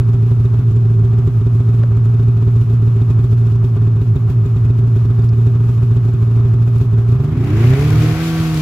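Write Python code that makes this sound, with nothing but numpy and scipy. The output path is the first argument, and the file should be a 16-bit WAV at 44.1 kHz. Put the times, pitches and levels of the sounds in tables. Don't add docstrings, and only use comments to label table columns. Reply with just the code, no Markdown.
import sys
import numpy as np
from scipy import signal
from scipy.fft import rfft, irfft, next_fast_len
from scipy.io import wavfile
from scipy.ndimage import uniform_filter1d

SR = 44100
rng = np.random.default_rng(int(sys.argv[2]) if len(sys.argv) > 2 else 0)


def persist_wave(psi):
    counts = np.round(np.clip(psi, -1, 1) * 32767).astype(np.int16)
    wavfile.write(sys.argv[1], SR, np.atleast_2d(counts).T)


def decibels_to_gain(level_db):
    exponent = np.asarray(level_db, float) / 20
    return 10 ** exponent


N = 379701
PAD = next_fast_len(N + SR // 4) - N
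LEAD = PAD * 3 // 4
TIME = np.arange(-LEAD, N + PAD - LEAD) / SR
FREQ = np.fft.rfftfreq(len(TIME), 1 / SR) + 1e-3

# time in seconds, crank speed in Hz, pumping level in dB.
REV = [(7.0, 28.14, -4.5), (7.106, 29.59, 0), (7.2, 33.39, -2), (7.38, 42.54, -6), (7.56, 53.56, -5),
       (7.686, 63.3, -2.5), (7.864, 74.78, -14.5), (8.13, 78.6, -11), (8.24, 82.2, -1.5), (8.44, 80.56, -1),
       (8.61, 77.2, -4.5)]
CRANK_HZ = np.interp(TIME, *np.transpose(REV)[:2])
IDLE_STROKES_HZ = 57.3
STEADY_S = 8.14


def curve(table, hz=FREQ):
    corner_hz, value = np.transpose(table)
    return np.interp(np.log(hz), np.log(corner_hz), value)


def unit(x):
    return x / np.sqrt(np.mean(x ** 2))


def pulses(s, size):
    out = np.zeros(len(TIME) + 2)
    at = np.clip((s - TIME[0]) * SR, 0, len(TIME))
    k = at.astype(int)
    np.add.at(out, k, size * (1 - at + k))
    np.add.at(out, k + 1, size * (at - k))
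    return out[:-2]


def mode(hz, width):
    return 1j * FREQ * width / (hz ** 2 - FREQ ** 2 + 1j * FREQ * width)


def soft(ms):
    return 1 / (1 + 2j * np.pi * FREQ * ms / 1000) ** 2


def shape(x, response):
    return irfft(rfft(x) * response, len(TIME))


def walk(rate):
    k = int(SR / rate)
    held = np.repeat(rng.standard_normal(len(TIME) // k + 1), k)
    return unit(uniform_filter1d(held, k)[:len(TIME)])


def hiss(envelope, response):
    # frequency in Hz, likeness of the ports from 0 to 1.
    likeness = [(60, 0.97), (130, 0.99), (290, 0.96), (640, 0.77), (1410, 0.45), (3100, 0.08), (6820, 0.04),
                (15000, 0.05)]
    alike = np.clip(1.1 * curve(likeness) - .05, 0, 1)
    mid, side = rfft(rng.standard_normal((2, len(TIME))))
    mid = mid * np.sqrt(1 + alike)
    side = side * np.sqrt(1 - alike)
    return envelope * unit(irfft(np.array([mid + side, mid - side]) * response, len(TIME)))


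def idle_burns():
    # start in seconds, first wait in strokes, second wait in strokes, number of burns.
    lopes = [(.0024, 5, 3, 4), (.262, 3, 5, 6), (.7105, 3, 5, 4), (.9386, 3, 3, 2), (1.0466, 5, 3, 4),
             (1.4116, 3, 5, 6), (1.7925, 2, 5, 3), (1.9689, 5, 2, 3), (2.1423, 3, 2, 4), (2.3689, 3, 3, 2),
             (2.4747, 5, 3, 4), (2.7332, 5, 3, 6), (3.1899, 3, 5, 4), (3.4125, 3, 3, 3), (3.5541, 5, 7, 3),
             (3.8182, 3, 5, 4), (4.1582, 8, 9, 3), (4.5624, 5, 3, 5), (4.8734, 5, 3, 2), (5.0499, 3, 5, 6),
             (5.4156, 3, 5, 4), (5.6388, 3, 5, 7), (6.085, 3, 5, 4), (6.3109, 3, 2, 4), (6.5368, 5, 3, 5),
             (6.9308, 3, 5, 2)]
    s, wait = [], []
    next_starts = [row[0] for row in lopes[1:]] + [None]
    for (start, first, second, count), after in zip(lopes, next_starts):
        gaps = np.resize([first, second], count)
        rate = IDLE_STROKES_HZ
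        if after:
            whole = round((after - start) * rate)
            gaps[-1] = whole - gaps[:-1].sum()
            rate = whole / (after - start)
        s += list(start + np.r_[0, np.cumsum(gaps[:-1])] / rate)
        wait += list(gaps)
    return np.array(s), np.array(wait)


def idle_strength(wait):
    burn_db, carry_db_per_doubling, thin_db, scatter_db = -0.08, 3, -4, 1.5
    thin = np.roll(wait, shift=1) < 3
    scatter = scatter_db * rng.standard_normal(len(wait))
    return burn_db + carry_db_per_doubling * np.log2(wait / 4) + thin_db * thin + scatter


def crank(sag=0.86):
    s, wait = idle_burns()
    count = np.r_[0, np.cumsum(wait[:-1])]
    place = np.interp(TIME, s, np.arange(len(s)))
    k = np.minimum(place.astype(int), len(s) - 2)
    u = place - k
    idle = count[k] + np.diff(count)[k] * (u + sag * np.diff(s)[k] * u * (1 - u))
    idle = idle + np.minimum(TIME - s[0], 0) * IDLE_STROKES_HZ
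    return idle + np.cumsum(2 * CRANK_HZ * (TIME > s[-1])) / SR


def burns(stroke_s):
    # start in seconds, stop in seconds, strokes per burn,
    # strength in dB, boom in dB.
    runs = [
        (7.095, 7.13, 2, 0.5, -12),
        (7.158, 7.35, 3, -3, -1),
        (7.378, 7.54, 3, -3, 2),
        (7.57, 7.58, 4, 1, -1),
        (7.602, 7.757, 4, 0, -1.5),
        (7.791, 8.125, 4, -3, -1.5),
        (8.403, 8.41, 4, -7, -3),
    ]
    s, wait = idle_burns()
    s, db = list(s), list(idle_strength(wait))
    boom = [0.] * len(s)
    for start, stop, every, run_db, boom_db in runs:
        first = np.argmin(np.abs(stroke_s - start))
        picked = stroke_s[first::every]
        s += [picked[0], *picked[1:][picked[1:] <= stop]]
        db += [run_db] * (len(s) - len(db))
        boom += [decibels_to_gain(boom_db)] * (len(s) - len(boom))
    throttled = np.array(boom) > 0
    uneven = decibels_to_gain(.9 * rng.standard_normal((2, len(s))) * throttled)
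    return np.array(s), decibels_to_gain(np.array(db)) * uneven[0], np.array(boom) * uneven[1]


def exhaust(stroke_s, burn_s, burn_size, boom):
    # frequency in Hz, width in Hz, signed gain of a pumping stroke,
    # signed gain of a burn.
    pipe = [(68, 41.8, -1.5, -2), (107, 25.9, -6.5, -3.5), (114.9, 15, 12.5, 3), (141.9, 28, -3, 0.02),
            (154.34, 36.4, 2.5, 1.5), (225, 23, -0.71, 0.02), (261.4, 21, 0.21, 1.15),
            (288.8, 34, -0.07, -0.11), (341.4, 9.2, 0.57, 0.09), (390, 22.7, -0.9, -2.5)]
    rev_s, rev_hz, pump_db = np.transpose(REV)
    chance = rng.standard_normal((2, len(stroke_s)))
    chance = chance * (28 / np.interp(stroke_s, rev_s, rev_hz)) ** 1.5
    stroke_db = np.interp(stroke_s, TIME, np.interp(TIME, rev_s, pump_db) * (TIME > 7.0))
    size = decibels_to_gain(stroke_db + 1.4 * chance[0])
    pump = pulses(stroke_s - .012 + 0.00043 * chance[1], size)
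    pump = pump + pulses(burn_s - .012, boom)
    blast = pulses(burn_s + 0.00033, burn_size)
    gas_db = -43.0 + 9 * (CRANK_HZ - 28) / 50 * (TIME < STEADY_S)
    gas = decibels_to_gain(gas_db) * decibels_to_gain(3.4 * walk(25)) * rng.standard_normal(len(TIME))
    pumped = sum(gain * mode(hz, width) for hz, width, gain, _ in pipe)
    pumped = pumped / (1 + (85 / FREQ) ** 6)
    blown = sum(gain * mode(hz, width) for hz, width, _, gain in pipe)
    outlet = soft(0.51) / (1 + (FREQ / 445) ** 12) / (1 + (38 / FREQ) ** 4)
    return 30 * (shape(pump, outlet * pumped) + shape(blast + gas, outlet * blown))


def clatter(burn_s, burn_size):
    # frequency in Hz, level in dB per Hz.
    body_noise = [(260, -34.5), (450, -6.5), (588, -4.5), (734, -2.5), (814, -6), (1200, -1.5),
                  (1920, -14.5), (2480, -14.5), (4040, -21), (7410, -25), (8350, -30.5), (11700, -26.5),
                  (15600, -29.5)]
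    # frequency in Hz, width in Hz, level in dB.
    panels = [(1196, 82, -2.5), (2500, 45, -4), (3340, 45, -8.5), (3694, 69, -6), (4330, 52, -15),
              (5400, 120, -20), (7300, 300, -16.5)]
    level_db, db_per_s, db_per_octave = -44.5, 0.2, 2.8
    shake = shape(pulses(burn_s + 0.0031, burn_size ** 0.86), np.abs(soft(6.4))) * SR / 60
    octaves = np.clip(np.log2(CRANK_HZ / 28), 0, 1)
    level = decibels_to_gain(level_db + db_per_s * TIME + db_per_octave * octaves)
    color = decibels_to_gain(curve(body_noise))
    dull = hiss(level * decibels_to_gain(0.95 * walk(30)) * (1 + 0.59 * shake), color * np.abs(mode(720, 2500)))
    bright = hiss(level * decibels_to_gain(-11.5 + 1.6 * walk(30)) * (1 + 0.75 * shake),
                  color * np.clip(FREQ / 2500, 0, 1) ** 4)
    ringing = 0
    for hz, width, db in panels:
        late, hard, side = rng.standard_normal((3, len(burn_s)))
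        size = 60 * burn_size * decibels_to_gain(2.2 * np.clip(hard, -3, 1) + .7)
        hit_s = burn_s + 0.0038 + .002 * late
        struck = [pulses(hit_s + .0003 * port * side, size) for port in (1, -1)]
        buzz = 0.36 * decibels_to_gain(4.2 * walk(6)) * rng.standard_normal((2, len(TIME)))
        ringing = ringing + decibels_to_gain(db) * rfft(struck + buzz) * mode(hz, width) * mode(hz, 4 * width)
    return dull + bright + level * decibels_to_gain(7.0) * irfft(ringing, len(TIME))


def breeze():
    return decibels_to_gain(-34.5) * unit(shape(rng.standard_normal((2, len(TIME))), mode(100, 130) ** 2))


def ticks():
    # time in seconds, peak in dB, left minus right in dB, centre in Hz, width in Hz.
    taps = [(0.133, -41.5, 4.5, 2995, 5000), (1.835, -22.5, 0.5, 1100, 1400), (1.836, -18.5, 1.5, 570, 160),
            (4.6957, -43.5, 3, 2000, 5100), (5.221, -40.5, 3.5, 4580, 1190), (5.291, -36, 4.5, 5030, 1500),
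            (6.783, -38, 1, 5000, 9000), (7.4453, -32.5, 0, 2000, 6020), (7.8108, -26.5, 5.5, 2000, 5920),
            (7.905, -25.5, 1.5, 3000, 8100), (8.0226, -21.5, 3.5, 2000, 4920),
            (8.124, -25.5, 5.5, 2500, 3960), (8.5445, -25.5, 8, 4050, 9040), (8.5746, -23.5, 8, 3500, 5000)]
    decay_ms, tail = 3.3, 0.6
    out = np.zeros((2, N))
    t = np.arange(1024) / SR
    for s, db, pan_db, hz, width in taps:
        tap = tail * np.exp(-t * 1000 / decay_ms) * rng.standard_normal(len(t)) + 5 * (t == 0)
        body = signal.iirpeak(hz, hz / width, fs=SR)
        tap = signal.lfilter(*body, signal.lfilter(*body, tap)) * np.sqrt(9000 / width)
        start = int(s * SR)
        out[:, start:start + len(t)] += tap * decibels_to_gain(db + np.array([[pan_db], [-pan_db]]) / 2)
    return out


def rasp(stroke_s):
    level_db, uneven, hz, width_hz = -8.5, .6, 1400, 2600
    chance = rng.standard_normal((2, len(stroke_s)))
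    cylinder = 1 + uneven * (-1.) ** np.arange(len(stroke_s))
    size = cylinder * decibels_to_gain(level_db + 1.5 * chance[0])
    size = size * (np.interp(stroke_s, TIME, CRANK_HZ) / 80) ** 3
    return shape(pulses(stroke_s + .00005 * chance[1], size), mode(hz, width_hz) ** 2)


def intake(strokes):
    # frequency in Hz, gain in dB.
    airbox = [(55, -31.5), (120, -10), (152, -20), (205, -39.5), (255, -20.5), (420, -21), (470, -36),
              (650, -48.5)]
    # crank order, level in dB.
    drone_orders = [(2, 1.5), (4, -2.5), (6, -0.5), (7, -13.), (8, -6.5)]
    # crank order, level in dB.
    whine_orders = [(1, -17), (3, -18.5), (9, -24), (12, -30.5), (14, -27.5), (15, -34), (16, -30),
                    (17, -31), (18, -35), (19, -27)]
    turn = np.pi * strokes
    opened = np.clip((TIME - 7.08) / 0.35, 0, 1)
    drone, whine = 0, 0
    for n, db in drone_orders:
        order_db = db + curve(airbox, n * CRANK_HZ) + 2.5 * walk(45) * (TIME < STEADY_S)
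        drone = drone + decibels_to_gain(order_db) * np.sin(n * turn + n / 2)
    for n, db in whine_orders:
        whine = whine + decibels_to_gain(db + 1.0 * walk(21)) * np.sin(n * turn + n)
    return opened * drone + decibels_to_gain(-14) * (CRANK_HZ / 80) ** 4 * whine


def roar(burn_s, burn_size):
    # frequency in Hz, level in dB per Hz.
    roar_noise = [(290, -24), (500, -1), (522, -10), (727, -4.5), (851, -11.5), (1140, -10), (1770, -8),
                  (2400, -4.5), (2650, -7.5), (7470, -21), (8750, -27.5), (11500, -22), (15600, -29)]
    shake = shape(pulses(burn_s, burn_size), soft(1.7)) * SR / 120
    on = np.clip((TIME - 7.24) / .38, 0, 1) * (1 + 0.36 * shake)
    low = 1 / (1 + (FREQ / 2500) ** 4)
    track_db = -34.5 + 4 * np.minimum(np.log2(CRANK_HZ / 58), 0)
    track_db = track_db - 13.5 * np.maximum(TIME - 8.22, 0)
    belt_db = -37.5 + 12.5 * np.log2(CRANK_HZ / 80)
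    color = decibels_to_gain(curve(roar_noise))
    track = hiss(on * decibels_to_gain(track_db + 2.5 + 0.95 * walk(22)), color * low)
    belt = hiss(on * decibels_to_gain(belt_db + 2.0 + 1.5 * walk(20)), color * (1 - low))
    return track + belt


def scene():
    # frequency in Hz, left minus right in dB.
    lean_db = [(60, -0.5), (110, -1.0), (200, -0.5), (380, -0.5), (700, 1.0), (1290, 0.5), (2380, 2.0),
               (4400, 5.0), (8120, 4.5), (15000, 4.0)]
    strokes = crank()
    whole_strokes = np.arange(np.ceil(strokes[PAD // 4]), strokes[-1])
    stroke_s = np.interp(whole_strokes, strokes, TIME)
    burn_s, burn_size, boom = burns(stroke_s)
    engine = exhaust(stroke_s, burn_s, burn_size, boom) + rasp(stroke_s) + intake(strokes)
    lagged = np.array([np.roll(engine, shift=1 * 5), engine])
    air = lagged + clatter(burn_s, burn_size) + breeze() + roar(burn_s, burn_size)
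    lean = decibels_to_gain(curve(lean_db) / 2)
    return shape(air, np.array([lean, 1 / lean]))[:, LEAD:LEAD + N] + ticks()


def band_limit(x):
    return signal.sosfilt(signal.butter(12, 15710, fs=SR, output="sos"), x)


def record(dry):
    rounded = np.tanh(0.71 * dry) / 0.72
    return band_limit(rounded)


dry = scene()
out = record(dry)
persist_wave(out)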